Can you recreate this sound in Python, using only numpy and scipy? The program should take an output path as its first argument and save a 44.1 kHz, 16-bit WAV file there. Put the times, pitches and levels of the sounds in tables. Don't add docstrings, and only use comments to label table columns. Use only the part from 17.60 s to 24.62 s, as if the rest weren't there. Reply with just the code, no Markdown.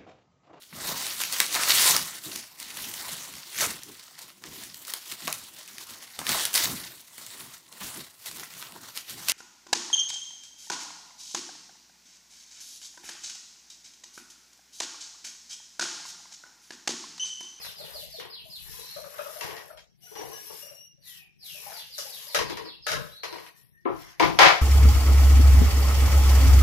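import sys
import numpy as np
from scipy import signal
from scipy.fft import rfft, irfft, next_fast_len
from scipy.io import wavfile
from scipy.ndimage import uniform_filter1d

SR = 44100
rng = np.random.default_rng(int(sys.argv[2]) if len(sys.argv) > 2 else 0)


def field_ratio(decibels):
    return 10 ** (np.asarray(decibels, dtype=float) / 20)


def int16_out(signal):
    q = np.round(np.clip(np.atleast_2d(signal).T, -1, 1) * 32767)
    wavfile.write(sys.argv[1], SR, q.astype(np.int16))


N = 309405

# [f/Hz, density/dB]
TUMBLE_COLOUR = [(220, -72), (320, -20), (430, 5.5), (670, 2), (880, 0.5), (1400, -25.5), (2500, -106)]
SCRAPE_COLOUR = [(470, -70), (800, -8.5), (1200, -6.5), (1300, -11), (1750, -3), (3500, -14), (4550, -45),
                 (7700, -120)]
HISS_COLOUR = [(1700, -24.5), (2200, -20), (2730, -19.5), (3100, -19), (4900, -17), (5500, -12.5),
               (8500, -33.5), (11000, -61.5)]
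SIZZLE_COLOUR = [(4120, -27.5), (7000, -11), (8360, -13.5), (9550, -11), (11500, -1), (14900, -13.5),
                 (15600, -17.5)]
RUMBLE_COLOUR = [(18, -32), (40, -5), (70, -2), (100, -6.5), (140, 4.5), (200, -4.5), (260, -16.5),
                 (400, -14), (600, -71)]
FLOOR_COLOUR = [(150, -38), (250, 5), (1640, -68), (1990, 9.5), (4320, -31), (5690, 21), (6650, -33.5),
                (11400, -9.5), (15500, -34.5)]
GRIP_COLOUR = [(20, -8), (40, 0), (65, 3), (100, -14), (200, -60)]
# [f/Hz, density/dB]
CLACK_COLOUR = [(530, 0), (900, 0), (1030, -3), (1920, 2.5), (2160, 2), (2630, -1.5), (3070, -1.5),
                (4760, -8), (7000, -23.5), (9100, -41.5), (15400, -120)]
EDGE_COLOUR = [(2940, -38.5), (5000, -4.5), (6590, -9), (7180, -14), (8240, -19.5), (11800, -12.5),
               (15600, -37.5)]

# [t/s, hold/s, tumble/dB, scrape/dB, rumble/dB]
PUSHES = [(0, 0.092, -56.5, -51, -59.5), (0.222, 0.13, -53, -54, -60.5), (0.45, 0.26, -97, -73, -61.5),
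          (0.393, 0.071, -88, -88, -61), (0.794, .25, -77, -88, -63), (1.07, 0.4, -75.5, -56.5, -58),
          (1.535, 0.32, -59, -52.5, -67), (1.837, 0.15, -47.5, -47, -73), (2.595, 0.06, -45.5, -51, -55.5),
          (2.74, 0.35, -75, -58.5, -66), (3.485, 0.1, -80, -70, -72.5), (3.895, 0.074, -73.5, -81, -65),
          (4.052, 0.11, -63, -50, -64), (4.443, 0.39, -63, -56.5, -79.5), (4.86, 0.096, -47.5, -49, -51),
          (5.723, 0.025, -54, -70, -67.5), (6.397, 0.12, -86, -55, -64)]
# [t/s, hold/s, level/dB]
GRIP_SHIFTS = [(0, 0.092, -70), (.3, .2, -61.5), (.88, .05, -75), (1.03, .14, -60), (1.4, .05, -74),
               (1.68, .04, -79), (2.14, .05, -69), (4.3, .1, -78), (5.2, 0.12, -68), (5.55, .2, -74),
               (6.424, .06, -64)]

# [t of last fall/s, falls, level/dB, step/s, hurry/s]
PHRASES = [
    (.893, 6, -42, .2, .004),
    (5.22, 7, -42.5, .188, .001),
]
# [length/s, start f/Hz, end f/Hz]
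FALL = (.115, 5230, 2450)
# [t after last fall/s, length/s, start f/Hz, end f/Hz, level/dB]
RISES = [
    (.275, .025, 3380, 3480, -12),
    (.297, 0.043, 3927, 3940, -2),
    (.335, .05, 4000, 4420, -7),
    (0.379, 0.15, 4176, 4210, -4.5),
]
# [t/s, length/s, start f/Hz, end f/Hz, level/dB]
SLURS = [
    (2.724, 0.11, 1660, 1692, -53.5),
    (3.408, 0.32, 4780, 2450, -51.5),
    (3.785, 0.26, 5790, 2400, -45.5),
    (3.446, 0.17, 1998, 1814, -60),
    (3.777, 0.11, 1770, 1900, -75),
    (5.939, 0.066, 1787, 1910, -63),
    (6.127, 0.09, 1814, 1860, -60.5),
]
# [t/s, length/s, f/Hz, level/dB]
WHISTLE_NOTES = [(2.412, 0.087, 5896, -49.5), (2.546, 0.071, 5880, -43), (2.7, 0.087, 5855, -45.5),
                 (2.859, 0.065, 5630, -46.5), (3.012, 0.047, 5700, -44), (3.063, 0.036, 5670, -49),
                 (3.13, 0.042, 5700, -53), (3.16, 0.081, 5676, -47.5), (3.195, 0.078, 5830, -51.5)]
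# [f/Hz, t60/s]
ROOM_T60 = [(300, 0.59), (3000, 0.4), (10000, 0.6)]

# [t/s, length/s, first level/dB, last level/dB, hiss over sizzle/dB]
OPENINGS = [(0.046, 0.13, -42, -60.5, -5), (0.186, 0.26, -53.5, -48, -11.5),
            (0.369, 0.24, -59.5, -53.5, -6.5), (.63, 0.27, -60.5, -65, -39), (0.853, 0.23, -58.5, -48, -17),
            (1.113, 0.32, -45.5, -53.5, -7), (1.44, 0.37, -54, -47, -9.5), (1.816, 0.32, -48, -62, -10),
            (2.191, 0.042, -74.5, -78, 8.5), (2.438, 0.46, -56.5, -47.5, -11),
            (2.937, 0.32, -41.5, -64.5, -13.5), (3.476, 0.11, -50, -52.5, -10),
            (3.869, 0.28, -44.5, -32, -14), (4.197, 0.13, -53, -59, -5.5), (4.348, 0.31, -49.5, -40, -11),
            (4.735, 0.14, -36, -68, -5), (4.89, 0.27, -56, -71, -11.5), (5.301, 0.27, -52, -61.5, -10),
            (5.646, 0.24, -61, -58.5, -10), (5.977, 0.24, -60, -82, -10.5), (6.264, 0.16, -74.5, -56, -4),
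            (6.41, 0.11, -64, -64, 0.5), (6.637, 0.18, -51, -62.5, -4), (6.814, 0.31, -63, -58, 15)]
# [f/Hz, width/Hz]
MUTE_PRONE = [(2530, 70), (3330, 170), (6700, 260)]

# [f/Hz, width/Hz, level/dB]
PAN_MODES = [
    [(300, 65, -14), (447, 70, -1.5)],
    [(960, 73, 2.5), (1118, 160, -3)],
    [(1580, 250, -2), (1880, 120, 16.5), (2670, 144, 0), (4150, 210, 6)],
]
RIM_MODES = [
    [(328, 156, -22.5), (458, 70, -3), (600, 87, -1.5)],
    [(1290, 157, 0.78), (1525, 315, 1), (1670, 153, 4.5)],
    [(1900, 170, -15), (2740, 200, -2), (3250, 85, -3), (3840, 460, 2.5)],
]
BOARD_MODES = [
    [(337.6, 107, 3.5), (550, 100, -4.5)],
    [(698, 120, -3), (836.5, 45, 12), (950, 292, 11), (1040, 183, 16), (1184, 37, 3.5)],
    [(1360, 310, -2), (1477, 42, 5.5), (2340, 570, -11), (2450, 81, -17)],
]
# [t/s, peak level/dB, deep/dB, edge/dB, t60/s]
PAN_KNOCKS = [(0.0483, -31, -38, -6, 0.13), (0.5992, -31.5, -9, -27, 0.54), (1.0594, -92, -26, -3, 0.73),
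              (1.8101, -23.5, -8, -5, 0.38), (1.878, -32, -0.5, -17, 0.48), (1.909, -33, -1.5, -14, .1),
              (1.9668, -33, -6.5, -5, 0.28), (2.174, -38, -21, -7.5, 0.13), (2.5539, -34.5, 2.5, -5.5, 1),
              (2.585, -44.5, 11.5, -16, 1), (2.597, -37, 4, -20, 0.095), (2.619, -47, 4, -16, 0.077),
              (4.7892, -15.5, -4.5, -8.5, 0.31), (4.898, -25.5, -18, -7, 0.19),
              (4.9715, -27, -4.5, -8, 0.32), (5.057, -36, -4.5, -29, 0.31), (5.6341, -22.5, -16, -9, 0.31),
              (5.7266, -30, -10, -7.5, 0.55), (5.784, -34.5, -6, -16.5, 0.32),
              (5.8642, -35.5, -29, -26, 0.14)]
RIM_KNOCKS = [(1.442, -44, -19, -9, .15), (1.54, -43, 3, -10, 0.1), (1.583, -33, -13, -29, 0.33),
              (2.098, -54, -10, -24, 0.22), (4.381, -38, -5, 12.5, 0.34), (4.3867, -36.5, -7, 12.5, 0.4),
              (4.7471, -13, -5.5, -3.5, 0.18), (4.764, -30, -3, -12, 0.19),
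              (5.2668, -18, -10.5, -3.5, 0.52), (5.285, -30.5, -2, -19, 0.13),
              (5.354, -25.5, -7, -9, 0.085), (5.3171, -18.5, -2, -3.5, 0.12), (5.3344, -26.5, 2, -7, 0.12),
              (5.371, -32, 3.5, -26, 0.46)]
BOARD_SLAMS = [
    (6.2534, -34.5, 12, -38, 0.27),
    (6.287, -41.5, -7.5, -41, 0.72),
    (6.598, -10.5, 1.5, -15, 0.43),
    (6.6261, -12, -25, -31, 0.22),
    (6.789, 2, -17.5, -17, 0.48),
    (6.8192, 0, -14.5, -18.5, 0.29),
    (6.8546, -1, -40, -30, 0.27),
    (6.8843, -8.5, -37, -17.5, 0.36),
]
# [t/s, peak level/dB, f/Hz, overtone/dB]
THUDS = [(0.201, -38, 583, -1), (0.35, -36.5, 600, -3), (0.427, -42.5, 593, -25), (0.542, -40.5, 642, -54),
         (0.586, -36.5, 460, -27), (0.651, -46.5, 406, 21), (0.856, -46.5, 653, -19),
         (1.104, -51.5, 446, 5), (1.189, -43, 473, 9.5), (1.364, -31.5, 585, 5), (1.44, -34.5, 575, 9.5),
         (1.591, -25.5, 595, 10.5), (1.66, -31, 584, 9), (1.76, -33.5, 620, 3), (2.103, -38, 627, 11),
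         (2.436, -57.5, 700, -15), (2.515, -43, 428, 10), (2.903, -42, 440, 14.5), (3.03, -44, 582, -12),
         (3.111, -44, 579, -14), (3.949, -47, 600, -25), (4.066, -35.5, 813, -8), (4.117, -41, 670, 14),
         (4.387, -39, 582, 14), (4.668, -47, 583, -14), (5.636, -36, 443, 8.5), (4.9, -33, 334, -20),
         (5.04, -41, 312, -23), (5.27, -29, 603, -4), (5.727, -37, 355, 14.5), (2.565, -38, 820, -12),
         (2.625, -39, 753, -6), (2.7, -43, 797, -10), (4.69, -48, 940, -20), (1.139, -48, 1006, -20),
         (1.23, -46.5, 1000, -20), (1.964, -39, 1880, -30), (4.752, -26, 600, -30),
         (6.257, -27.5, 338, -27), (6.268, -27.5, 1022, -21), (6.3, -31, 350, -20),
         (6.602, -12.5, 956, -27.5), (6.631, -10.5, 1023, -7), (6.643, -14, 995, -20),
         (3.379, -64, 570, -22), (6.256, -26.5, 1312, -25), (6.44, -47, 2080, -30), (4.075, -47, 1007, -10),
         (4.1, -61, 533, -5), (4.45, -40.5, 560, -5), (3.62, -65, 770, -20), (3.83, -61, 774, -20),
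         (3.999, -55, 422, -10), (4.972, -36, 950, -3),
         (1.538, -42.5, 1134, -5), (1.595, -42, 2500, -25), (1.61, -37, 1335, -20),
         (1.659, -36.5, 1246, -20), (1.809, -36.5, 2720, -25), (2.176, -49, 3205, -25),
         (2.47, -50, 1457, -20), (2.718, -41, 1056, -15), (2.901, -47, 1140, -20), (4.898, -46, 4230, -30),
         (4.9, -38, 990, -10), (4.97, -45, 4100, -30), (6.832, -9, 2210, -31), (6.852, -10, 2175, -30),
         (2.33, -71, 2060, -30), (2.6, -53, 340, -20), (2.9, -46, 592, -20), (2.9, -47, 870, -20),
         (4.062, -42, 603, -20), (4.17, -45, 898, -15), (4.3, -59.5, 516, -20), (4.465, -46, 825, -19.5),
         (5.36, -33, 1065, -20), (.89, -58.5, 1006, -20), (3.85, -65, 1260, -20), (5.637, -38, 1010, -5),
         (5.728, -35, 960, -10), (5.78, -41, 1023, -15), (6.632, -19, 2160, -30), (5.865, -52, 2500, -30)]
# [t/s, hold/s, level/dB]
RATTLE = [
    (6.793, 0.089, -19),
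]
# [f/Hz, width/Hz, level/dB]
RATTLE_MODES = [(436, 38, -8.5), (560, 44, -4), (721, 91, 0), (805, 55, 3), (970, 40, -1.5)]

# [f/Hz, likeness 0..1]
LIKENESS = [(60, 0.9), (130, 1), (290, 0.84), (640, 0.75), (1400, 0.098), (5000, 0.14), (12000, .15)]
# [f/Hz, left minus right/dB]
LEFT_OVER_RIGHT = [(60, 2.5), (140, 8), (330, 4), (600, 11.5), (1200, 4), (2700, 2.5), (5500, -1.5),
                   (8000, 8), (10000, 38), (15000, 64)]


def unit(x):
    return x / np.sqrt(np.mean(x ** 2) + 1e-20)


def along(points, hz):
    f, v = np.transpose(points)
    return np.interp(np.log(hz + 1), np.log(f + 1), v)


def curves(rows, rise_db_s, fall_db_s, rest_db):
    t = np.arange(N) / SR
    spells = []
    for s, length, first, last in rows:
        times = [s - 1, s, s + length, s + length + 1]
        spells.append(np.interp(t, times, [first - rise_db_s, first, last, last - fall_db_s]))
    return np.maximum(np.max(spells, axis=0), rest_db)


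def holds(rows, rise_db_s, fall_db_s, rest_db):
    return curves([(s, hold, db, db) for s, hold, db in rows], rise_db_s, fall_db_s, rest_db)


def filtered(x, response):
    m = next_fast_len(N + SR // 2)
    return irfft(rfft(x, m) * response(np.fft.rfftfreq(m, 1 / SR)), m)[..., :N]


def unit_gain(response):
    return lambda f: response(f) / np.sqrt(np.mean(np.abs(response(f)) ** 2))


def modes(rows):
    def response(f):
        total = 0
        for k, (c, w, db) in enumerate(rows):
            total = total + (-1) ** k * field_ratio(db / 2) * 1j * f * w / (c * c - f * f + 1j * f * w)
        return total ** 2
    return unit_gain(response)


def colour(spectrum):
    return unit_gain(lambda f: field_ratio(along(spectrum, f)) * np.minimum(f / spectrum[0][0], 1) ** 4)


def rush(spectrum, patchy_db, grain_db, size=(5, 8)):
    grain = rng.standard_normal(N // 64 + 1).repeat(64)[:N]
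    white = rng.standard_normal((2, N)) * field_ratio(grain_db * grain)
    z = signal.stft(white, nperseg=512)[2]
    field = uniform_filter1d(rng.standard_normal(z.shape[1:]), size[0], 0)
    field = uniform_filter1d(field, size[1], 1)
    pair = signal.istft(z * field_ratio(patchy_db * unit(field)), nperseg=512)[1][:, :N]
    return unit(filtered(pair, colour(spectrum)))


def empty_bus(*shape):
    return np.zeros((*shape, N + 3 * SR))


def add(bus, s, x):
    i = round(s * SR) + SR
    bus[..., i:i + x.shape[-1]] += x


def noise_floor():
    return field_ratio(-82) * rush(FLOOR_COLOUR, patchy_db=3.0, grain_db=4.0, size=(2, 22))


def cabbage():
    house_db, still_db = -69, -90

    def push(column, rest_db):
        rows = [(r[0], r[1], r[column]) for r in PUSHES]
        return holds(rows, rise_db_s=182, fall_db_s=112.5, rest_db=rest_db)

    blows = PAN_KNOCKS + RIM_KNOCKS + BOARD_SLAMS
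    shakes = [(s + 0.038, .02, db + deep_db - 22) for s, db, deep_db, *_ in blows]
    shake_db = holds(shakes, rise_db_s=574.5, fall_db_s=122, rest_db=house_db)
    rumble_db = np.maximum(push(4, house_db), shake_db)
    tumble = rush(TUMBLE_COLOUR, patchy_db=3.5, grain_db=2.5, size=(2, 16))
    scrape = rush(SCRAPE_COLOUR, patchy_db=3.2, grain_db=2.5, size=(2, 16))
    rumble = rush(RUMBLE_COLOUR, patchy_db=2.5, grain_db=3.5)
    leaves = field_ratio(push(2, still_db) - 1.0) * tumble + field_ratio(push(3, still_db) - 4.0) * scrape
    return leaves + field_ratio(rumble_db - 3.5) * rumble


def handling():
    level_db = holds(GRIP_SHIFTS, rise_db_s=200, fall_db_s=150, rest_db=-90)
    return field_ratio(level_db) * rush(GRIP_COLOUR, patchy_db=-1.5, grain_db=0.0)


def room(x, hz, direct):
    t = np.arange(SR // 2) / SR
    tail = rng.standard_normal((2, len(t))) * field_ratio(-60 * t / along(ROOM_T60, hz))
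    return signal.fftconvolve(x[None], tail / np.linalg.norm(tail[0]) + direct * (t == 0), axes=1)


def slur(length, start_hz, end_hz):
    u = np.arange(round(length * SR)) / (length * SR)
    bend = 3.3 if length > .18 and start_hz > end_hz + 500 else 1
    if end_hz > start_hz:
        rough_hz = .034 * end_hz * (length > .044) * (end_hz > 3000)
    else:
        rough_hz = .052 / bend * (start_hz - end_hz)
    hoarse_hz = (30 + rough_hz) * rng.standard_normal(len(u) // 90 + 1)
    hoarse_hz = uniform_filter1d(hoarse_hz.repeat(90), size=60)[:len(u)]
    hz = end_hz + (start_hz - end_hz) * (1 - u) ** bend + hoarse_hz
    swell = np.sin(np.pi * u ** .55) ** (0.6 * bend ** .5)
    flutter = rng.standard_normal(len(u) // 120 + 1).repeat(120)[:len(u)]
    return swell * np.sin(2 * np.pi * np.cumsum(hz) / SR) * (1 + .3 * (start_hz > 3000) * flutter)


def two_voiced(length, note_hz):
    u = np.arange(round(length * SR)) / (length * SR)
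    hoarse_hz = 18 * rng.standard_normal(SR // 130).repeat(130)[:len(u)]
    husky = 1 + .5 * rng.standard_normal(SR // 260).repeat(260)[:len(u)]
    scoop_hz = 149 * (1 - u) ** 3
    turn = 2 * np.pi * np.cumsum(note_hz - scoop_hz + hoarse_hz) / SR
    return np.sin(np.pi * u) * (np.sin(turn) + field_ratio(-8) * husky * np.sin(turn / 2))


def bird():
    song, whistle = empty_bus(2), empty_bus(2)
    notes = list(SLURS)
    for s, count, db, step, hurry in PHRASES:
        notes += [(s - k * step + k * k * hurry, *FALL, db) for k in range(round(count))]
        notes += [(s + after, *glide, db + rise_db) for after, *glide, rise_db in RISES]
    for s, length, start_hz, end_hz, db in notes:
        add(song, s, field_ratio(db) * room(slur(length, start_hz, end_hz), start_hz, direct=0.17))
    for s, length, note_hz, db in WHISTLE_NOTES:
        add(whistle, s, field_ratio(db) * room(two_voiced(length, note_hz), note_hz, direct=0.66))
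    song = signal.sosfiltfilt(signal.butter(12, 5500, fs=SR, output='sos'), song)
    return song[:, SR:SR + N], 0.83 * whistle[:, SR:SR + N]


def suppressor():
    open_db_s, shut_db_s, shut_db = 408.5, 261, -91
    sizzle = [(s, length, first, last) for s, length, first, last, _ in OPENINGS]
    hiss = [(s, length, first + over, last + over) for s, length, first, last, over in OPENINGS]
    sizzle_db = curves(sizzle, open_db_s, shut_db_s, shut_db)
    return sizzle_db, curves(hiss, 0.86 * open_db_s, 0.77 * shut_db_s, shut_db + 5)


def frying():
    sizzle_db, hiss_db = suppressor()
    sizzle = rush(SIZZLE_COLOUR, patchy_db=1.8, grain_db=2.5, size=(2, 4))
    hiss = rush(HISS_COLOUR, patchy_db=2, grain_db=2, size=(3, 16))
    return field_ratio(np.minimum(sizzle_db, -47) - 0.53) * sizzle + field_ratio(np.minimum(hiss_db, -57) + 5.5) * hiss


def dropouts(x):
    hz, t, z = signal.stft(x, SR, nperseg=512)
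    bands = np.round(18 * np.log(hz + 1)).astype(int)
    draws = uniform_filter1d(rng.standard_normal((bands[-1] + 1, len(t) // 4 + 1)), 4, 1)
    chance = unit(draws).repeat(4, 1)[bands, :len(t)]
    chance = chance + sum(np.exp(-((hz[:, None] - c) / w) ** 2) for c, w in MUTE_PRONE)
    sizzle_db, hiss_db = (np.interp(t, np.arange(N) / SR, db) for db in suppressor())
    shutting = np.clip((-64 - hiss_db) / 7, 0, 3) * np.clip((sizzle_db + 90) / 14, .25, 1)
    treble = np.clip((hz[:, None] - 2500) / 2800, 0, 1)
    weak = uniform_filter1d(np.abs(z).max(0), size=5, axis=1) < field_ratio(-68)
    spared = (abs(hz[:, None] - 10900) <= 2600) | (hz[:, None] <= 300)
    muted = weak & (chance > 1.7 - shutting * treble) & ~spared
    return signal.istft(z * np.where(muted, field_ratio(-40), 1), SR, nperseg=512)[1][:, :N]


def knocks(events, body, ring_db, wood_db, follows):
    buses, t = empty_bus(4, 2), np.arange(SR * 2 // 3) / SR
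    for s, db, deep_db, edge_db, t60 in events:
        skip_db = -8.5 * np.clip((edge_db + 5.5) / 4, 0, 1)
        woody_db = wood_db + follows * deep_db + skip_db
        lumps = field_ratio(1.07 * rng.standard_normal(len(t) // 150 + 1).repeat(150)[:len(t)])
        tail = lumps * field_ratio(-60 * np.maximum(t - .02, 0) / t60) * rng.standard_normal((2, len(t)))
        blow = tail + 2.25 * field_ratio(-60 * t / 0.015) * rng.standard_normal(len(t))
        if edge_db < -33:
            blow = 3 * signal.lfilter(*signal.butter(2, 2200 / (SR / 2)), blow)
        group_db = db - 17.5 + np.array([deep_db, woody_db, 0, edge_db])
        add(buses, s, field_ratio(group_db)[:, None, None] * blow)
    deep, woody, clinking = body

    def tones(f):
        clack = colour(CLACK_COLOUR)(f) + field_ratio(ring_db) * modes(clinking)(f)
        return np.array([modes(deep)(f), modes(woody)(f), clack, colour(EDGE_COLOUR)(f)])[:, None]

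    return filtered(buses[..., SR:SR + N], tones).sum(0)


def twice_resonant(hz, width_hz, x):
    return signal.sosfilt([np.concatenate(signal.iirpeak(hz, hz / width_hz, SR))] * 2, x)


def thuds():
    bus, t = empty_bus(2), np.arange(SR // 2) / SR
    contact = np.minimum(t / 0.029, 1)
    for s, db, hz, overtone_db in THUDS:
        t60 = 0.33 * np.exp(-1.4 * max(db + 26, 0))
        decay = field_ratio(-60 * t / t60)
        noise = (1 - np.exp(-t / 0.0004)) * rng.standard_normal((2, len(t)))
        bonk = field_ratio(-5) * np.sin(np.pi * contact ** 0.6) ** 2 * np.sin(2 * np.pi * hz * t)
        ring = field_ratio(14.5) * twice_resonant(hz, 134, noise * decay * contact)
        tick = noise * (1.5 * field_ratio(-60 * t / 0.0041) + decay)
        add(bus, s - .003, field_ratio(db) * (bonk * np.array([[1], [0]]) + ring))
        add(bus, s, field_ratio(db + overtone_db - 7.5) * twice_resonant(2.12 * hz, 430, tick))
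    return bus[:, SR:SR + N]


def rattle():
    level_db = holds(RATTLE, rise_db_s=3000, fall_db_s=190, rest_db=-200)
    return field_ratio(level_db) * filtered(rng.standard_normal((2, N)), modes(RATTLE_MODES))


def scene():
    pan = knocks(PAN_KNOCKS, PAN_MODES, ring_db=-14, wood_db=-1.5, follows=0.32)
    rim = knocks(RIM_KNOCKS, RIM_MODES, ring_db=-9.5, wood_db=3, follows=0.2)
    board = knocks(BOARD_SLAMS, BOARD_MODES, ring_db=-10.5, wood_db=4.0, follows=0.46)
    steady = noise_floor() + cabbage() + handling() + frying()
    near = dropouts(steady + pan + rim + board + thuds() + rattle())
    ducking = field_ratio(0.11 * np.minimum(suppressor()[0] + 62, 0))
    song, whistle = bird()
    return near + ducking * (song + whistle)


def microphones(f):
    turn = np.arccos(np.clip(along(LIKENESS, f), 0, 1)) / 2
    lag_s = 0.00102
    right = -field_ratio(-along(LEFT_OVER_RIGHT, f)) * np.exp(2j * np.pi * lag_s * np.maximum(f - 350, 0))
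    w = np.array([[np.cos(turn), np.sin(turn)], [right * np.cos(turn), -right * np.sin(turn)]])
    return w / np.sqrt((np.abs(w.mean(0)) ** 2).sum(0))


def roll_off(x):
    return signal.sosfilt(signal.butter(12, 15720, fs=SR, output="sos"), x)


def record(dry):
    x = filtered(dry[None], lambda f: microphones(f) * f ** 2 / (f ** 2 + 45 ** 2)).sum(1)
    x = x / (1 + np.abs(x / .92) ** 4) ** (1 / 4)
    mix = filtered(x, lambda f: f < 15600)
    return roll_off(mix)


dry = scene()
out = record(dry)
int16_out(out)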